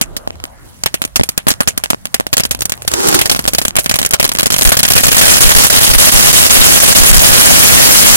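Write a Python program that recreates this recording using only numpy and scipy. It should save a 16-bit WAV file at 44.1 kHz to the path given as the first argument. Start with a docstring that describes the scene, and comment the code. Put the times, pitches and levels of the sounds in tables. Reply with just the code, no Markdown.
"""An open asphalt road: a string of firecrackers burns, single bangs first, then ever faster,
until the heap goes up in one crackling blaze. Each bang is a shock wave, its bounce off the road
and a spray of sparks. One cracker vents as a sputtering jet; far trees answer faintly.
The close microphone overloads on the loud bangs; its two channels have opposite polarity."""
import sys
import numpy as np
from scipy import signal
from scipy.io import wavfile

SR = 44100
rng = np.random.default_rng(int(sys.argv[2]) if len(sys.argv) > 2 else 0)


def materialize(psi):
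    """Save the field psi as 16-bit PCM at rate SR to the path in sys.argv[1].

    A 1-D psi becomes a single channel; in a 2-D psi each row is a channel.
    """
    bounded = np.clip(np.atleast_2d(psi).T, -1, 1)
    quanta = np.round(bounded * 32767).astype(np.int16)
    wavfile.write(sys.argv[1], SR, quanta)


N = 359856
TIME = np.arange(N) / SR
MAX_BANGS = 2000

# Distinct crackers; body > 0 dull pop, < 0 bright spit: (time [s], strength [dB], body [dB])
BANGS = [(0.0123, 2, -0.5), (0.166, -8, -1), (0.2754, -18, 17), (0.3558, -38, 10.0), (0.4015, -33, 14),
         (0.4397, -13, 7.5), (0.4794, -45, 10.0), (0.8363, -6, -5), (0.8599, 2.5, -3.0), (0.9418, -2, 3),
         (1.0179, -1.5, 6.5), (1.0507, -9, 1), (1.1581, 5.0, -3.5), (1.1957, -2.5, 28), (1.2343, -3, 1),
         (1.2898, -2, 1), (1.3768, 1, -1.5), (1.4686, -1.5, 15.5), (1.4825, 10.5, 4), (1.5038, 2, -1),
         (1.5138, -2.5, 0), (1.6049, 7.5, 13.5), (1.6747, 7.5, 4.5), (1.7761, -5, -7), (1.8377, -1.5, 4.5),
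         (1.9026, 1, 1), (1.9066, -1, 11.5), (1.9323, -14, 19), (2.0546, -8, 0), (2.1427, 4, -11),
         (2.1989, -5.5, 16), (2.2672, -11, 7.0), (2.3293, 3.5, 7), (2.336, 1.5, -2), (2.3686, 2.5, -5.0),
         (2.3789, -0.5, -8), (2.398, -1, 3.5), (2.4033, -5, -10), (2.4352, -8.0, -1), (2.4517, -5, 2),
         (2.5097, -1, -4), (2.5484, -11, 2), (2.607, -15.5, -16), (2.619, -12, -18), (2.6539, -7.5, -10),
         (2.6954, -10, -7), (2.7202, -3.5, 0.5), (2.821, -18, 2), (2.877, -0.5, -5), (2.9159, -10, -3),
         (2.9368, -6.5, -17.5), (3.0039, -9, 5.0), (3.0717, -3, -3), (3.0846, -1, -7), (3.1265, 0, 9),
         (3.1436, 7, -6), (3.1895, 5, 5), (3.2131, 7.5, 6), (3.2571, -0.5, 2.5), (3.2962, 5.5, 0),
         (3.3134, -4.5, -14), (3.3482, -6, 7), (3.3632, -6.5, 4), (3.392, -3, 6), (3.4536, -9.5, 12),
         (3.4769, 1, -11.5), (3.5341, -3.5, -4), (3.5478, -1.5, -9), (3.583, 0.5, -13), (3.6159, -5.5, 1),
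         (3.651, 3.0, -4), (3.6813, -3.5, 3), (3.7552, -7, 8), (3.7648, 7, 5), (3.7857, 8, 9.5),
         (3.8603, -1.5, 4.5), (3.8941, -7.5, -16), (3.9123, 1, 4), (3.9407, 4.5, 4), (3.9567, -7, -8),
         (3.9879, 3, 3), (4.0157, -7.0, 6), (4.0283, -8, -7), (4.0493, -2, -1), (4.0605, -3, -5),
         (4.1087, -5, 1), (4.1345, 13, 9.5), (4.1978, 8, 2), (4.2279, 3.5, -3), (4.2421, 1, -4),
         (4.2496, 6.5, 3), (4.2916, -7, -14), (4.3177, -4.5, 5), (4.3507, -5.0, 3), (4.3862, 2.0, 0),
         (4.3952, -1, -11), (4.4073, 0, 4), (4.43, 2, 5), (4.4581, 4, 1.0), (4.4664, -3, -12),
         (4.5029, -3, -10), (4.5208, 0, -4), (4.5411, 5, 2), (4.5627, -5, -9), (4.5826, -10, -16),
         (4.6194, -3, -28), (4.65, 11.5, -0.0), (4.673, 5, -3), (4.6907, 6, 4), (4.719, 16.5, 11),
         (4.7687, 5, -1), (4.7905, 3, -7), (4.8302, 13, -3), (4.8853, -1, -5), (4.903, 3, -11),
         (4.9617, 12, -1), (4.9778, 12.5, 1), (5.0345, 12.5, 9), (5.0527, 3, -7), (5.0812, 4, -3),
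         (5.1164, 7.5, 4)]
# Spread of the fire: (time [s], bang rate [1/s], strength [dB], hiss level [dB])
BLAZE = [(2.3, 7, -28, -74), (2.799, 10, -31.5, -45), (3.1, 16, -17.5, -27), (4.3, 20, -18.5, -51),
         (4.65, 50, -2, -33), (4.98, 60, -2.5, -19.5), (5.2, 125, 2, -10), (6.4, 140, 1.5, -8),
         (7.2, 190, -0.5, -10.5), (7.4, 260, -.5, -8), (8.16, 270, -3.5, -3.5)]
BLAZE_START_S = BLAZE[0][0]


def from_db(db):
    """Decibels to gain."""
    return 10 ** (np.asarray(db) / 20)


def unit_rms(x):
    """Scale to rms 1."""
    return x / np.sqrt(np.mean(x ** 2) + 1e-20)


def in_time(rows):
    """A (time, value) curve at every sample."""
    return np.interp(TIME, *np.transpose(rows))


def at_hz(rows, hz):
    """Interpolate (frequency, value) rows over log frequency."""
    knots_hz, values = np.transpose(rows)
    return np.interp(np.log(hz), np.log(knots_hz), values)


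def add(track, start_s, sound):
    """Mix a sound into a track."""
    at = int(np.clip(start_s * SR, 0, N))
    track[..., at:at + sound.shape[-1]] += sound[..., :N - at]


def decay(x, decay_s):
    """Turn each impulse into an exponential decay of equal height."""
    return signal.lfilter([1], [1, -np.exp(-1 / (decay_s * SR))], x + 1e-18)


def delayed(x, lag_s):
    """Fractional delay."""
    return np.interp(TIME - lag_s, TIME, x, left=0)


def resonance(x, hz, width_hz):
    """Two-pole band-pass, peak gain 1."""
    r = np.exp(-np.pi * width_hz / SR)
    poles = [1, -2 * r * np.cos(2 * np.pi * hz / SR), r * r]
    return (1 - r * r) / 2 * signal.lfilter([1, 0, -1], poles, x)


def drift(rate_hz):
    """Random curve, rms 1; holds after its last knot."""
    knots = rng.standard_normal(4000)
    return unit_rms(np.interp(TIME * rate_hz, np.arange(len(knots)), knots))


def per_bang(bangs, size):
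    """A row of normal draws per bang."""
    return rng.standard_normal((2 * MAX_BANGS, size))[:len(bangs)]


def banded_noise(spectrum, flicker_db, flicker_hz, coherence):
    """Stereo noise in half-octave bands that flicker independently; rms 1."""
    # Likeness of the two microphone ports: (frequency [Hz], correlation [-1..1])
    port_correlation = [(60, 0.89), (300, 0.99), (700, 0.86), (1400, 0.55), (3100, 0.79), (7000, 0.48),
                        (11000, -0.092), (15000, -0.22)]
    edges_hz = 33 * 2 ** np.arange(0, 9.1, .5)
    white = rng.standard_normal((2, 2, N))
    out = 0
    for k, band_hz in enumerate(zip(edges_hz, edges_hz[1:])):
        mid, side = signal.sosfilt(signal.butter(2, band_hz, "band", fs=SR, output="sos"), white[k % 2])
        hz = np.sqrt(np.prod(band_hz))
        alike = np.clip(coherence * at_hz(port_correlation, hz), -1, 1)
        gain = from_db(at_hz(spectrum, hz) + flicker_db * drift(flicker_hz))
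        mid, side = gain * np.sqrt(1 + alike) * mid, gain * np.sqrt(1 - alike) * side
        out = out + np.array([mid + side, mid - side])
    return unit_rms(out)


def blaze_curves():
    """Bang rate, strength and hiss level per sample; idle until the fire spreads."""
    time_s, per_s, strength_db, hiss_db = np.transpose(BLAZE)
    return (np.interp(TIME, time_s, per_s, left=1e-6),
            np.interp(TIME, time_s, strength_db),
            np.interp(TIME, time_s, hiss_db, left=-np.inf))


def lull_age_s(time_s):
    """Time into the current lull; 0 outside lulls."""
    # The fire finds no new cracker: (start [s], length [s])
    lulls = [(3.69, .062), (4.14, .055), (4.475, .026), (4.812, .017), (5.015, .011), (5.088, .02),
             (5.132, .012), (5.388, .013), (5.517, .013), (5.535, .013), (5.669, .03), (5.701, .015),
             (5.851, .014), (5.919, .013), (5.957, .022), (6.094, .022), (6.314, .014), (6.471, .024),
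             (6.784, .016), (6.929, .019)]
    return sum((time_s - start) * ((time_s > start) & (time_s < start + span)) for start, span in lulls)


def outdoor_rumble():
    """Low, unsteady open-air noise."""
    # Rumble envelope: (time [s], level [dB])
    levels = [(0, -33), (.4, -35.5), (.6, -40), (.9, -39), (2.0, -42.5), (2.8, -34.5), (3.9, -34),
              (4.7, -33), (8.16, -34)]
    # Rumble spectrum: (frequency [Hz], relative density [dB])
    spectrum = [(30, 8), (100, 3), (170, -1.5), (330, -12), (560, -11), (1300, -16), (3000, -29),
                (16000, -58)]
    noise = banded_noise(spectrum, flicker_db=4.5, flicker_hz=15, coherence=.16)
    return from_db(in_time(levels)) * noise


def far_echo(hz=587, width_hz=270, level_db=-48, hold_s=.35, fade_db_per_s=48):
    """The trees still ring with earlier bangs at the start: a hollow, fading wash."""
    wash = resonance(resonance(rng.standard_normal((2, N)), hz, width_hz), hz, width_hz)
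    return from_db(level_db - fade_db_per_s * np.maximum(TIME - hold_s, 0)) * unit_rms(wash)


def flame(buffet_db=-20, hz=21.8, width_hz=24, right_lag_s=.0016):
    """The flame buffets the microphone in step with its hiss."""
    _, _, hiss_db = blaze_curves()
    buffet = from_db(hiss_db + buffet_db) * unit_rms(resonance(rng.standard_normal(N), hz, width_hz))
    return np.array([buffet, delayed(buffet, right_lag_s)])


def fireballs(swing_hz=28.04, pitch_spread_db=2, right_lag_s=.0023):
    """Each fireball pushes air out and sucks it back in one slow cycle."""
    # Pressure swells: (time [s], height [dB])
    swells = [(4.657, -0.5), (5.442, 1), (5.55, -0.5), (5.891, -3.5), (5.956, -2), (6.14, -1),
              (6.585, -2.5), (7.001, -1), (7.097, 2.5), (7.136, 0), (7.17, 3.5), (7.3, -5), (8.095, -6)]
    out = np.zeros(N)
    for (start_s, db), pace in zip(swells, rng.standard_normal(len(swells))):
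        hz = swing_hz * from_db(pitch_spread_db * pace)
        phase = np.arange(0, 2 * np.pi, 2 * np.pi * hz / SR)
        add(out, start_s, from_db(db) * np.sin(phase))
    return np.array([out, delayed(out, right_lag_s)])


def sparks(grain_db=1.5, sputter_db=1.5, lull_db_per_s=450, lull_depth_db=11):
    """The fuse fizzes; the hiss swells and sputters as the heap catches, sinking in each lull."""
    # Fuse fizz: (time [s], level [dB])
    fuse = [(0, -50.5), (.57, -51), (.67, -45), (1.2, -49.5), (2.1, -47), (2.8, -67)]
    # Spark hiss: (frequency [Hz], relative density [dB])
    spectrum = [(60, -5.5), (500, -2), (4000, -1.5), (7000, 0.5), (11000, -1.5), (13000, -2.5),
                (16000, -14)]
    _, _, hiss_db = blaze_curves()
    dip_db = np.minimum(lull_db_per_s * lull_age_s(TIME), lull_depth_db)
    level = from_db(in_time(fuse)) + from_db(hiss_db - dip_db)
    grain = unit_rms(from_db(grain_db * drift(450) + sputter_db * drift(80) * (TIME > BLAZE_START_S)))
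    return level * grain * banded_noise(spectrum, flicker_db=2, flicker_hz=70, coherence=.94)


def snaps(per_s=70, snap_db=-6, spread_db=7.5, decay_s=.00091, hz=11100, width_hz=3300):
    """Once the fire spreads, loose powder grains spit in tiny bright snaps."""
    _, strength_db, _ = blaze_curves()
    lit = (rng.random(N) < per_s / SR) & (TIME > BLAZE_START_S) & (lull_age_s(TIME) == 0)
    height = lit * from_db(strength_db + snap_db + spread_db * np.minimum(rng.standard_normal(N), 2))
    noise = unit_rms(resonance(rng.standard_normal((2, N)), hz, width_hz))
    return np.sqrt(decay(height ** 2, decay_s / 2)) * noise


def road_mirror(hiss, mirror_db=-22.5, lag_s=.00112, wander_db=.7):
    """Hiss plus its reflection off the road: a faint comb that wanders as the flames leap."""
    path_s = lag_s * from_db(wander_db * drift(2))
    return hiss + from_db(mirror_db) * np.array([delayed(port, path_s) for port in hiss])


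def jet_pressure(start_s, split_s, rise_s=.23, peak_db=-9, drop_db=-7, fade_db_per_s=133):
    """Pressure builds, holds until the casing splits, then drops and leaks away."""
    rise = np.clip((TIME - start_s) / rise_s, 0, 1)
    leak = from_db(drop_db - fade_db_per_s * np.maximum(TIME - split_s, 0))
    return from_db(peak_db) * np.where(TIME < split_s, rise, leak)


def jet(start_s=2.87, split_s=3.172, spits_per_s=1400, spread_db=3.5, gas_db=-22, apart_db=-5.5,
        sag_per_s=.5):
    """Gas spits from a cracker and drives its resonances, which sink as the hole burns wider."""
    # Vent resonances: (frequency before the sag [Hz], width [Hz], relative gain [dB])
    modes = [(408, 110, 17), (910, 150, 9.5), (1310, 620, 4), (2540, 10700, -1), (7100, 3600, -8),
             (12000, 3500, -26)]
    spits = (rng.random(N) < spits_per_s / SR) * from_db(spread_db * rng.standard_normal(N))
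    gas = unit_rms(np.sqrt(decay(spits ** 2, decay_s=.0026))) * rng.standard_normal((3, N))
    drive = -unit_rms(spits) + from_db(gas_db) * gas[0] + from_db(apart_db) * gas[1:]
    ringing = sum(from_db(db) * resonance(drive, hz, width_hz) for hz, width_hz, db in modes)
    pace = 1 - sag_per_s * (np.clip(TIME, start_s, split_s) - start_s)
    sagging = np.array([np.interp(np.cumsum(pace) / SR, TIME, port) for port in ringing])
    return jet_pressure(start_s, split_s) * unit_rms(sagging)


def bang_tails(bangs, lag_s=.00055, spray_db=-2, spray_s=.0044, scatter_db=-18, scatter_s=.015,
               grain_db=-3.5, trees_db=-45.5, trees_s=.13, trees_lag_s=.06):
    """Behind each shock: a spray of sparks, grainy scatter off the road, a dull wash from the trees."""
    # Spectra of the three: (frequency [Hz], relative density [dB])
    spray_spectrum = [(60, 9.5), (250, 3), (600, 1.5), (900, -5.5), (1300, -3), (2500, -2.5), (4000, -1.5),
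                      (7000, 0.5), (10500, -2), (13000, -5.5), (16000, -12.5)]
    scatter_spectrum = [(60, -3), (300, -5.5), (1300, -3), (3000, -0.5), (5000, -10.5), (8000, -3.5),
                        (11000, -10.5), (16000, -34)]
    trees_spectrum = [(60, 13.5), (150, 14), (300, -5), (650, -5), (1500, -2.5), (7000, -63), (16000, -38)]
    bang_power, spray_power = np.zeros((2, N))
    t = np.arange(SR // 20) / SR
    for (start_s, db, body_db), (length,) in zip(bangs, per_bang(bangs, size=1)):
        sparks_db = db - .56 * body_db
        decay_s = spray_s * from_db(.26 * min(sparks_db, 0) + 4 * length)  # weak sprays are shorter
        burst = from_db(sparks_db) ** 2 * spray_s / decay_s * np.exp(-2 * t / decay_s)
        add(bang_power, start_s + lag_s, from_db([db]) ** 2)
        add(spray_power, start_s + lag_s, burst)
    spray = banded_noise(spray_spectrum, flicker_db=3, flicker_hz=90, coherence=.98)
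    spray *= np.sqrt(spray_power)
    grain = unit_rms(from_db(grain_db * drift(900)))
    scatter = banded_noise(scatter_spectrum, flicker_db=4, flicker_hz=41, coherence=.94)
    scatter *= np.sqrt(decay(bang_power, scatter_s / 2)) * grain
    trees = banded_noise(trees_spectrum, flicker_db=2.5, flicker_hz=18, coherence=.7)
    trees *= np.sqrt(decay(delayed(bang_power, trees_lag_s), trees_s / 2))
    return from_db(spray_db) * spray + from_db(scatter_db) * scatter + from_db(trees_db) * trees


def casings(bangs, ring_db=-14.5, decay_s=.0023, low_hz=1391, high_hz=7920, mode_count=4):
    """Each bursting paper tube rings briefly at its own few pitches."""
    out, t = np.zeros(N), np.arange(SR // 25) / SR
    for (start_s, db, _), place in zip(bangs, rng.random((MAX_BANGS, mode_count, 1))):
        hz = low_hz * (high_hz / low_hz) ** place
        ring = np.sin(2 * np.pi * hz * t).sum(0) * np.exp(-t / decay_s)
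        add(out, start_s, from_db(db + ring_db) * ring)
    return out


def thumps(bangs, thump_db=-6.5, spread_db=2.5, base_hz=166, decay_s=.0024, detune_db=1.5):
    """Pressure swings back after the shock: lower for strong bangs, detuned between ports."""
    out, t = np.zeros((2, N)), np.arange(SR // 25) / SR
    for (start_s, db, _), chance in zip(bangs, per_bang(bangs, size=3)[..., None]):
        hz = base_hz * from_db(-.4 * db + detune_db * chance[:2])
        swing = -np.cos(2 * np.pi * hz * t - 1) * np.exp(-t / decay_s)
        add(out, start_s, from_db(.67 * db + thump_db + spread_db * chance[2]) * swing)
    return out


def shocks(bangs, shock_db=13, push_s=.00008, front_share=.083, bounce_s=.0009, bounce_db=-13):
    """Steep push, longer suction, then the road bounce; body adds strength, length and roundness."""
    out, t = np.zeros((2, N)), np.arange(SR // 200) / SR
    for (start_s, db, body_db), (length, path, *ports) in zip(bangs, per_bang(bangs, size=4)):
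        for track, port_offset in zip(out, ports):
            length_s = push_s * from_db(.75 * body_db + 1.1 * length + port_offset)
            wave = (1 - t / length_s) * np.exp(-t / length_s)
            pole = np.exp(-1 / (front_share * length_s * SR))
            rounded = signal.lfilter([1 - pole], [1, -pole], wave)
            shock = from_db(db + shock_db + .79 * body_db) * rounded
            lag_s = bounce_s * from_db(3.2 * path + .4 * port_offset)
            add(track, start_s, shock)
            add(track, start_s + lag_s, from_db(bounce_db) * shock)
    return out


def aftercracks(bangs, wait_s=.0057, weaker_db=-9.5, spread_db=.5):
    """Flung powder cracks just after each bang; rows like BANGS."""
    wait, size = per_bang(bangs, size=2).T
    offsets = [wait_s * np.exp(wait), weaker_db + spread_db * size, np.zeros(len(bangs))]
    return bangs + np.column_stack(offsets)


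def blaze_bangs(spread_db=4.5, body_db=-1.3, body_spread_db=3.5, jitter=.3, flurry_db=1.1,
                flurry_hz=50, clear_s=.005):
    """Fire jumps between crackers in uneven flurries, clear of lulls and BANGS; rows like BANGS."""
    per_s, strength_db, _ = blaze_curves()
    flurries = from_db(flurry_db * drift(flurry_hz))
    burnt = np.cumsum(per_s * flurries / flurries.mean()) / SR
    timing, size, body = rng.standard_normal((MAX_BANGS, 3))[:int(burnt[-1])].T
    turn = np.maximum(np.arange(len(timing)) + 1 + jitter * timing, .5)
    time_s = np.interp(turn, burnt, TIME)
    bang_db = np.interp(time_s, TIME, strength_db) + spread_db * size
    rows = np.column_stack([time_s, bang_db, body_db + body_spread_db * body])
    crowded = np.abs(time_s[:, None] - np.array(BANGS)[:, 0]).min(axis=1) < clear_s
    return rows[(lull_age_s(time_s) == 0) & ~crowded]


def scene():
    """Crackers, jet, sparks and flame, slightly to the right, over rumble and echo."""
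    bangs = np.vstack([BANGS, blaze_bangs()])
    cracks = np.vstack([bangs, aftercracks(bangs)])
    blasts = shocks(cracks) + thumps(bangs) + casings(bangs)
    tails = bang_tails(bangs)
    venting = jet()
    sizzle = sparks() + snaps()
    pressure = fireballs() + flame()
    rumble = outdoor_rumble()
    hiss = road_mirror(tails + sizzle)
    return (blasts + hiss + venting + pressure) * from_db([[-.9], [.9]]) + rumble + far_echo()


def record(dry, clip_level=.92, cutoff_hz=15800, right_peak_db=1.5):
    """Microphone: port colour, inverted right channel, overload, steep low-pass."""
    # Resonances of both ports: (frequency [Hz], width [Hz], gain [dB])
    port_modes = [(228, 63, 1.5), (588, 205, 3.6), (2260, 1650, 0.07), (3100, 370, 1.66)]
    for hz, width_hz, db in port_modes:
        dry = dry + (from_db(db) - 1) * resonance(dry, hz, width_hz)
    left, right = dry
    right = right + (from_db(right_peak_db) - 1) * resonance(right, hz=10800, width_hz=1800)
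    clipped = np.clip([left, -right], -clip_level, clip_level)
    return signal.sosfilt(signal.ellip(10, .1, 70, cutoff_hz, fs=SR, output="sos"), clipped)


dry = scene()
out = record(dry)
materialize(out)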